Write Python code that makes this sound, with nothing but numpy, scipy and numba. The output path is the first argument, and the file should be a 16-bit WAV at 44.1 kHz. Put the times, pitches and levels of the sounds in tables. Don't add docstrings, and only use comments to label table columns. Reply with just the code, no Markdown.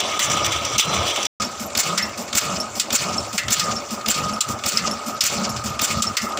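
import sys
import numpy as np
from scipy import signal
from scipy.fft import rfft, irfft
from scipy.io import wavfile
from numba import njit

SR = 44100
rng = np.random.default_rng(int(sys.argv[2]) if len(sys.argv) > 2 else 0)


def wav_record(signal):
    frames = np.transpose(np.atleast_2d(signal))
    bounded = np.clip(frames, -1, 1)
    quanta = np.round(bounded * 32767).astype(np.int16)
    wavfile.write(sys.argv[1], SR, quanta)


def undo_db(level):
    steps = np.asarray(level, float) / 20
    return 10 ** steps


N = 281799
TIME = np.arange(N) / SR
PUMP_ENDS_S, ENGINE_STARTS_S = 1.270, 1.399
CYCLE_S, PUMP_CYCLE_STARTS_S = 0.5785, 0.172

# [t/s, peak level/dB, half length/s]
GUSTS = [(.3, -39.5, .1), (.5, -34, 0.12), (0.762, -24.5, .02), (0.984, -30.5, 0.066),
         (1.438, -39.5, 0.038), (2.07, -39, .05), (2.574, -39, 0.031), (2.717, -41, .03), (3.198, -39, .08),
         (3.465, -31, 0.036), (3.72, -36.5, 0.038), (4.269, -36, 0.076), (4.502, -32.5, 0.036),
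         (4.874, -38.5, .05), (5.4, -40, 0.092), (5.547, -32.5, 0.054), (5.7, -34, .06), (5.96, -31, 0.034),
         (6.101, -32, 0.029)]
# [f/Hz, level/dB per Hz]
THUD = [(15, -58.5), (25, -18), (38, -37), (75, -4), (140, -4.5), (180, -23), (310, -120)]
# [f/Hz, level/dB per Hz]
RUMBLE = [(160, -34), (280, 3), (505, 2), (569, 7.5), (1010, 2), (1130, 5), (1250, -33), (1500, -32.5),
          (1950, -48), (3300, -120)]
# [f/Hz, width/Hz, level/dB]
FRAME_RINGS = [(578, 8.3, 7.5), (784, 9, 4), (2217, 160, 5), (3240, 80, 0.5), (6725, 233, -17),
               (7000, 780, 5), (15900, 520, 5)]
# [t/s, level/dB]
TENSION = [
    [(0, -38), (.2, -25), (.7, -30), (.92, -24.5), (1.26, -33.5)],
    [(1.41, -29.5), (1.7, -40.5), (1.93, -27.5), (2.25, -41.5), (2.47, -29), (2.85, -41), (3.08, -29),
     (3.4, -40), (3.68, -27.5), (3.87, -36), (4.25, -27.5), (4.6, -32), (6.39, -28.5)],
]
# [start t/s, firing level/dB, cam rub level/dB, fuel pump squeak level/dB]
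CYCLES = [(1.172, -1.5, -14, -41), (1.751, 0.5, -10, -46), (2.329, -0.5, -11.5, -58), (2.9047, 0, -14, -52),
          (3.4823, -1, -10, -56), (4.0604, 0, -17.5, -58), (4.6378, -2, -8.5, -39), (5.2148, -1, -7.5, -47),
          (5.793, 0, -18, -48), (6.373, -2, -18, -77)]
# [t into the cycle/s, f/Hz, flow level/dB]
BREATH = [
    (0, 216, -9.5),
    (.035, 221, 4.5),
    (0.072, 199, -30),
    (0.105, 147.7, -0.5),
    (.2, 186, 3),
    (0.295, 217, 0.5),
    (.4, 219, -21.5),
    (0.448, 206.2, -1),
    (.58, 220.7, -15),
]
# [t/s, peak level/dB, second mode level/dB, third mode level/dB]
PAWL_PINGS = [(1.446, -20.5, -17, -18), (2.0233, -16.5, -23, -20), (2.601, -14.5, -13, -23),
              (3.179, -18, -18, -27), (3.7605, -19.5, -26, -33), (4.3332, -22, -12, -31),
              (4.9108, -17.5, -9, -25), (5.4925, -22.5, -12, -14), (6.068, -19.5, -27, -32)]
# [f/Hz, time to fall 60 dB/s]
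PAWL_MODES = [
    (5360, 0.054),
    (10700, 0.028),
    (12800, .06),
]
# [centre t/s, peak level/dB, f/Hz, swell/s]
SQUEAKS = [
    (0.928, -31.5, 4060, 0.088),
    (1.119, -25.5, 3250, .03),
    (4.7734, -1.5, 5200, 0.0008),
    (4.854, -15, 1250, 0.0044),
]
# [f/Hz, level/dB, time to fall 60 dB/s]
ENGINE_PULLEY = [(1740, -2, 0.17), (1946, 10, 0.036), (2093, 9, 0.037), (2695, -2.5, 0.12)]
# [f/Hz, level/dB, time to fall 60 dB/s]
IDLER = [(3500, -4.5, 0.16), (4030, 5.5, 0.013), (4850, -2, 0.012), (5170, -23, 0.043), (6060, -26, 0.22),
         (7050, -29, 0.34), (7260, -6, 0.04)]
# [f/Hz, level/dB per Hz]
IRON_AT_PUMP = [(820, -7.5), (1400, -8), (2010, -9.5), (2170, -6), (2370, -5), (3480, 0.5), (4480, -9),
                (6010, 2.5), (6630, -3.5), (7530, -5.5), (10700, -22.5), (13100, -27), (14500, -17)]
# [f/Hz, level/dB per Hz]
IRON_AT_ENGINE = [(820, -21), (1400, -0.5), (1610, -4.5), (2090, -5.5), (2600, -2), (4400, -3.5),
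                  (5350, -1), (6630, -1), (7240, -4), (9710, -20), (12000, -24), (13500, -31), (14500, -18)]
# [t/s, peak level/dB, brightest f/Hz, swell/s, top hiss level/dB]
PUMP_RUBS = [
    (0.2214, -7.5, 7200, 0.036, -25),
    (0.334, -17, 6200, 0.018, -24),
    (0.4594, -8, 6130, 0.0082, -19),
    (0.7296, -16, 5820, 0.014, -29),
    (1.07, -8.5, 3195, 0.022, -26.5),
    (1.099, -9.5, 3240, 0.018, -31),
]
# [t into the cycle/s, peak level/dB, brightest f/Hz, swell/s, top hiss level/dB]
BLOW_BY = [
    (.024, -5, 5100, 0.0047, -11),
    (.044, -4, 7130, .016, -16.5),
    (.05, -36.5, 3240, 0.011, -7),
    (.112, -12.5, 2300, .025, -21.5),
    (.443, -20, 5730, 0.028, -15),
]
# [t/s, peak level/dB, brightest f/Hz, time to fall
# 60 dB/s]
LOOSE_KNOCKS = [(0.0024, -4.5, 3160, 0.051), (0.2988, -12, 5900, 0.08), (0.3136, -8.5, 6360, 0.091),
                (0.3675, -13, 3180, 0.13), (0.4449, -12, 3200, 0.16), (0.5192, -12.5, 3500, 0.16),
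                (0.5621, -16, 3350, 0.073), (0.6494, -10.5, 6070, 0.07), (0.9361, -12, 3600, 0.17),
                (1.159, -13, 3000, 0.16), (1.2296, -10.5, 6100, 0.037), (1.2515, -9.5, 5960, 0.071),
                (1.4184, -10.5, 6450, 0.11), (5.563, -17.5, 5420, 0.12), (5.659, -21, 5710, 0.28)]
# [t into the cycle/s, peak level/dB, brightest f/Hz, time to fall 60 dB/s]
VALVE_KNOCKS = [
    (0, -6, 3470, 0.035),
    (.013, -20.5, 2600, 0.033),
    (.082, -17, 4455, 0.13),
    (.137, -27, 7400, 0.094),
    (.302, -18, 5400, 0.021),
    (.32, -38, 7000, .08),
    (.424, -21.5, 5700, .12),
    (.528, -22.5, 3900, 0.056),
]
# [t/s, peak level/dB, brightest f/Hz, volume dip/dB (negative: lift), engine pulley
# level/dB]
BELT_SLAPS = [(0.193, -8, 3900, 12, -22.5), (0.7815, -6, 6160, 11, -43), (0.7966, -4.5, 3760, -9, -45),
              (1.9771, -8, 5870, 3, -19.5), (2.798, -5.5, 8000, 13, -36), (3.3798, -7, 1900, 13, -21.5),
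              (3.5964, -7.5, 5560, -2.5, -30), (4.407, -7.5, 7950, 16, -43), (4.7745, -11, 5230, 2, -23),
              (5.208, -5, 5370, 12, -37), (6.0222, -7.5, 7920, 11, -39), (6.1692, -7.5, 4950, 9, -24)]

RATTLE_DB, RATTLE_FLOOR_DB, RATTLE_SAG_DB_PER_S, RATTLE_DULLS = -24, -38.5, 44, 0.28
RATTLE_AT_PUMP_DB, BRIGHT_AT_PUMP_DB, BRIGHT_AT_ENGINE_DB = -29, -4.5, 2
BREATH_DB, BREATH_AT_PUMP_DB = -32, 2
RUMBLE_DB, RUMBLE_AT_PUMP_DB, RUMBLE_FOLLOWS = -32, 5, 0.29
CALM_DB, THUD_FOLLOWS, WHINE_FOLLOWS = -46, 0.22, 0.091
THUMP_DB, PUFF_DB, BEATS_AT_PUMP_DB = -29, -23.5, -15.5
PUMP_HEARS_UNTIL_S, PUMP_LOSES_DB = 0.18, -8
PIPE_TONE_SHARE, PIPE_OWN_SHARE = 0.9, 1.1
RUB_INTO_S, RUB_HZ, RUB_S, RUB_HISS_DB = 0.2296, 5700, 0.014, -39
UNEVEN_DB, UNEVEN_PITCH = 1.0, 0.03
SLAP_T60_S, SLAP_HUSH_DB, SLAP_HUSH_S = 0.048, 6.5, 0.033
KNOCK_RISE_S, FIRING_HUSH_DB = 0.0015, 3


def in_time(tables):
    s, *columns = np.transpose(np.concatenate(tables))
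    return [np.interp(TIME, s, column) for column in columns]


def rms_one(x):
    return x / np.sqrt(np.mean(x ** 2) + 1e-20)


def drift(rate):
    r = np.exp(-80 * np.pi * rate / SR)
    slow = signal.lfilter([1], [1, -2 * r, r * r], rng.standard_normal(N // 40 + 2002))[2000:]
    return np.interp(np.arange(N) / 40, np.arange(len(slow)), rms_one(slow))


def crank():
    starts = np.array(CYCLES)[:, 0]
    latest = np.maximum(np.searchsorted(starts, TIME) - 1, 0)
    at_pump = (TIME - PUMP_CYCLE_STARTS_S) % CYCLE_S
    return np.where(TIME < PUMP_ENDS_S, at_pump, TIME - starts[latest])


def every_cycle(contacts):
    chance = rng.standard_normal((len(CYCLES), len(contacts), 2))
    events = []
    for (start, strength_db, *_), row in zip(CYCLES, chance):
        for (into, db, hz, *rest), (a, b) in zip(contacts, row):
            if ENGINE_STARTS_S < start + into < N / SR:
                level_db = db + strength_db + UNEVEN_DB * a
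                events.append((start + into, level_db, hz * (1 + UNEVEN_PITCH * b), *rest))
    return events


def coloured(spectrum, grain_db):
    grains = rng.standard_normal(N) * undo_db(grain_db * np.minimum(rng.exponential(1, N), 5))
    hz = np.maximum(np.arange(N // 2 + 1) * SR / N, 1)
    points = np.array(spectrum)
    level_db = np.interp(np.log(hz), np.log(points[:, 0]), points[:, 1], left=-90)
    for centre_hz, width, db in FRAME_RINGS:
        level_db = level_db + db / (1 + (2 * (hz - centre_hz) / width) ** 2)
    modes_db = np.interp(hz, np.arange(200) * 110, rng.normal(0, 1.8, 200)) * (hz > 1600)
    bins = rfft(grains) * undo_db(level_db + modes_db)
    return hz, bins / np.sqrt(2 * np.sum(np.abs(bins) ** 2)) * N


def ring(clicks, hz, t60):
    r, w = undo_db(-60 / (t60 * SR)), 2 * np.pi * hz / SR
    return signal.lfilter([0, np.sin(w)], [1, -2 * r * np.cos(w), r * r], clicks + 1e-18)


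@njit
def moving_resonance(x, hz, width, rate):
    out, r = np.zeros(len(x)), np.exp(-np.pi * width / rate)
    for i in range(2, len(x)):
        turn = 2 * r * np.cos(2 * np.pi * hz[i] / rate)
        out[i] = x[i] - x[i - 2] + turn * out[i - 1] - r * r * out[i - 2]
    return out


def struck(times, peaks_db, hz, t60, contact_s):
    clicks = np.zeros(N)
    clicks[np.round(times * SR).astype(int)] = undo_db(peaks_db)
    r = np.exp(-1 / (contact_s * SR))
    scrape = signal.lfilter([np.sqrt(1 - r * r)], [1, -r], clicks) * rng.standard_normal(N)
    return ring(scrape, hz, t60)


def swell(s, peak_db, hz, length):
    late = TIME - s
    return undo_db(peak_db) * np.exp(-(late / length) ** 2) * np.cos(2 * np.pi * hz * late)


def gain_dip():
    dip_db = np.zeros(N)
    for s, db, hz, depth_db, ring_db in BELT_SLAPS:
        late = TIME - s
        dip_db -= depth_db * np.clip(1 + late / 0.016, 0, 1) * np.exp(-np.maximum(late, 0) / 0.0058)
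    return undo_db(dip_db)


def thuds(flow_db):
    gusts = sum(undo_db(db) ** 2 * np.exp(-((TIME - s) / length) ** 2) for s, db, length in GUSTS)
    thud_db = 10 * np.log10(undo_db(CALM_DB + THUD_FOLLOWS * flow_db) ** 2 + gusts)
    thud = irfft(coloured(THUD, grain_db=-1.5)[1], N) * undo_db(1.5 * drift(11))
    return undo_db(thud_db) * rms_one(thud)


def frame_rumble(flow_db):
    rumble_db = RUMBLE_DB + RUMBLE_AT_PUMP_DB * (TIME < PUMP_ENDS_S) + RUMBLE_FOLLOWS * flow_db
    rumble = irfft(coloured(RUMBLE, grain_db=2.5)[1], N) * undo_db(2.1 * drift(22))
    return undo_db(rumble_db) * rms_one(rumble)


def shaft_whine(flow_db):
    firing_hush_db = FIRING_HUSH_DB * np.exp(-((crank() - 0.06) / 0.036) ** 2)
    whine_db = in_time(TENSION)[0] + WHINE_FOLLOWS * flow_db - firing_hush_db
    white = rng.standard_normal((2, N))
    line = rms_one(moving_resonance(white[0], 1238 + 12 * drift(3), 14.0, SR))
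    centre_hz = np.full(N, 1270.0)
    skirt = moving_resonance(white[1], centre_hz, 130.0, SR)
    skirt = rms_one(moving_resonance(skirt, centre_hz, 230.0, SR))
    return undo_db(whine_db) * rms_one(line + 0.85 * skirt) * undo_db(1.6 * drift(35))


def pipe(breath_db):
    late = crank()
    crank_s, hz, flow_db = np.transpose(BREATH)
    hz, flow_db = np.interp(late, crank_s, hz), np.interp(late, crank_s, flow_db)
    once = moving_resonance(rng.standard_normal(N), hz, 46.0, SR)
    breath = 1.5 * rms_one(once) + 0.5 * rms_one(moving_resonance(once, hz, 110.0, SR))
    overtone = moving_resonance(rng.standard_normal(N), 3 * hz, 60.0, SR)
    tone = np.sin(2 * np.pi * np.cumsum(hz * (1 + 0.03 * drift(20))) / SR)
    own = rms_one(ring(rng.standard_normal(N), 221.44, 0.3))
    nearer = np.clip((TIME - ENGINE_STARTS_S) / 4, 0, 1)
    breath = rms_one(rms_one(breath) + PIPE_TONE_SHARE * tone + PIPE_OWN_SHARE * own * nearer)
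    breath = breath + undo_db(-9.5) * rms_one(overtone)
    thump_late, puff_late = late - 0.0229, late - 0.446
    thump = undo_db(THUMP_DB) * np.exp(-(thump_late / 0.0073) ** 2) * np.cos(2 * np.pi * 91 * thump_late)
    puff = undo_db(PUFF_DB) * np.exp(-(puff_late / 0.011) ** 2) * np.cos(2 * np.pi * 224 * puff_late)
    beats = undo_db(BEATS_AT_PUMP_DB * (TIME < PUMP_ENDS_S)) * (thump + puff)
    return undo_db(breath_db + flow_db) * breath, beats, flow_db


def body(dip):
    lost_db = PUMP_LOSES_DB * np.clip((crank() - PUMP_HEARS_UNTIL_S) / 0.051, 0, 1)
    breath_db = BREATH_DB + (TIME < PUMP_ENDS_S) * (BREATH_AT_PUMP_DB + lost_db)
    breath, beats, flow_db = pipe(breath_db)
    late = TIME - np.array(BELT_SLAPS)[:, :1]
    hush = undo_db(-SLAP_HUSH_DB * np.sum(np.exp(-(late / SLAP_HUSH_S - 0.6) ** 2), axis=0))
    low = breath + thuds(flow_db) + frame_rumble(flow_db)
    return dip * hush * low + hush * beats + dip ** 0.72 * shaft_whine(flow_db)


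def fuel_pump():
    stroke, spurt = np.zeros(N), np.zeros(N)
    for s, strength_db, rub_db, squeak_db in CYCLES:
        stroke += undo_db(squeak_db) * np.exp(-((TIME - s - 0.47) / 0.044) ** 2)
        spurt += np.exp(-np.maximum(TIME - s - 0.425, 0) / 0.032) * (TIME > s + 0.425)
    broken = undo_db(10.0 * np.minimum(drift(25), 1) - 5)
    squeak = broken * rms_one(ring(rng.standard_normal(N), 12800, 0.041))
    hiss = irfft(coloured(IRON_AT_ENGINE, grain_db=-9.0)[1], N)
    hiss = signal.sosfilt(signal.butter(4, 8500.0, "high", fs=SR, output="sos"), hiss)
    return stroke * squeak + undo_db(-31.5) * spurt * rms_one(hiss)


def pings():
    s, db, second_db, third_db = np.transpose(PAWL_PINGS)
    out = struck(s, db + 0.5, 5540, 0.027, 0.018)
    for (hz, t60), extra_db in zip(PAWL_MODES, (0, second_db, third_db)):
        out += struck(s, db + extra_db + 1.0, hz, t60, 0.0067)
    return out + sum(swell(*squeak) for squeak in SQUEAKS)


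def pulleys():
    s, db, _, _, ring_db = np.transpose(BELT_SLAPS)
    out = np.zeros(N)
    for hz, mode_db, t60 in IDLER:
        own_db = rng.normal(0, 5.0, len(s))
        out += struck(s, db + mode_db - 16 + own_db, hz, min(t60, 0.1), 0.0091)
    for hz, mode_db, t60 in ENGINE_PULLEY:
        out += struck(s, db + ring_db + mode_db + 5, hz, min(t60, 0.2), 0.063)
    return out


def iron_bands(centres, grain_db):
    out = np.zeros((len(centres), N))
    for spectrum, here in ((IRON_AT_PUMP, TIME < PUMP_ENDS_S), (IRON_AT_ENGINE, TIME >= PUMP_ENDS_S)):
        hz, bins = coloured(spectrum, grain_db)
        place = np.interp(np.log(hz), np.log(centres), np.arange(len(centres)))
        for k in range(len(centres)):
            out[k] += here * irfft(bins * np.maximum(1 - np.abs(place - k), 0), N)
    return out


def rattle_power(centres, dip):
    at_pump = TIME < PUMP_ENDS_S
    sagging = undo_db(RATTLE_DB - RATTLE_SAG_DB_PER_S * crank()) * np.minimum(crank() / 0.039, 1)
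    engine_db = 10 * np.log10(sagging ** 2 + undo_db(RATTLE_FLOOR_DB) ** 2)
    rattle_db = np.where(at_pump, RATTLE_AT_PUMP_DB, engine_db)
    engine_bright_db = BRIGHT_AT_ENGINE_DB + RATTLE_DULLS * (engine_db - RATTLE_DB)
    bright_db = np.where(at_pump, BRIGHT_AT_PUMP_DB, engine_bright_db)
    together = drift(27)
    slack_db = 0.66 * np.minimum(rattle_db + 30.5, 0)
    power = np.zeros((len(centres), N))
    for k, hz in enumerate(centres):
        tilt_db = bright_db * np.clip(np.log2(hz / 6000), -1, 1)
        castings_db = slack_db * np.exp(-(np.log2(hz / 3700) / 0.53) ** 2)
        wander_db = 0.5 * together + 3.12 * drift(25)
        power[k] = (dip * undo_db(rattle_db + tilt_db + castings_db + wander_db)) ** 2
    return power


def add(power, centres, s, peak_db, hz, shape, lead, bump_db, top_db, low_db=0):
    start = round((s - lead) * SR)
    shape = shape[:, :N - start]
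    edges_db = top_db * np.clip(np.log2(centres / 7500), 0, 1) ** 0.5 + low_db * (centres < 2400)
    colour = undo_db(peak_db + bump_db * np.exp(-(np.log2(centres / hz) / 0.25) ** 2) + edges_db)
    power[:, start:start + shape.shape[1]] += (colour[:, None] * shape) ** 2


def ironwork(dip):
    centres = np.geomspace(1500, 15500, 12)
    after = np.arange(round(0.3 * SR)) / SR
    power = rattle_power(centres, dip)
    lasting = (centres[:, None] / 5000) ** -0.3
    for s, db, hz, t60 in LOOSE_KNOCKS + every_cycle(VALVE_KNOCKS):
        shape = (1 - np.exp(-after / KNOCK_RISE_S)) * undo_db(-60 * after / (t60 * lasting))
        add(power, centres, s, db - 7.5, hz, shape, 0.001, bump_db=5.5, top_db=1.5)
    for s, db, hz, dip_db, ring_db in BELT_SLAPS:
        tail = undo_db(-1.5 - 60 * after / (0.16 * lasting))
        fall = undo_db(-60 * after / (SLAP_T60_S * lasting)) + tail
        shape = (1 - np.exp(-after / 0.00056)) * fall
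        add(power, centres, s, db - 12.0, hz, shape, 0.001, bump_db=6.0, top_db=7.0, low_db=ring_db + 21.5)
    cam_rubs = [(s + RUB_INTO_S, rub_db, RUB_HZ, RUB_S, RUB_HISS_DB) for s, _, rub_db, _ in CYCLES[:-1]]
    for s, db, hz, length, hiss_db in PUMP_RUBS + every_cycle(BLOW_BY) + cam_rubs:
        stretch = np.where(after > 0.05, 0.83 * lasting, 1)
        shape = np.exp(-((after - 0.05) / (max(length, 0.003) * stretch)) ** 2)
        lead = 0.05 - 0.49 * length
        add(power, centres, s, db - 16.5, hz, shape, lead, bump_db=9.5, top_db=hiss_db + 31.0)
    return np.sum(np.sqrt(power) * iron_bands(centres, grain_db=3.0), axis=0)


def scene():
    dip = gain_dip()
    return (body(dip) + fuel_pump() + pings() + pulleys() + ironwork(dip))[None]


def top_cut(x):
    return signal.sosfilt(signal.butter(12, 16830, fs=SR, output="sos"), x)


def record(dry):
    cut = signal.sosfilt(signal.ellip(8, 1, 44, 15550, fs=SR, output="sos"), dry)
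    cut = signal.sosfilt(signal.butter(2, 42.0, "high", fs=SR, output="sos"), cut)
    heard = np.clip(np.maximum(PUMP_ENDS_S - TIME, TIME - ENGINE_STARTS_S) / 0.0012, 0, 1)
    return top_cut(heard * cut)


dry = scene()
out = record(dry)
wav_record(out)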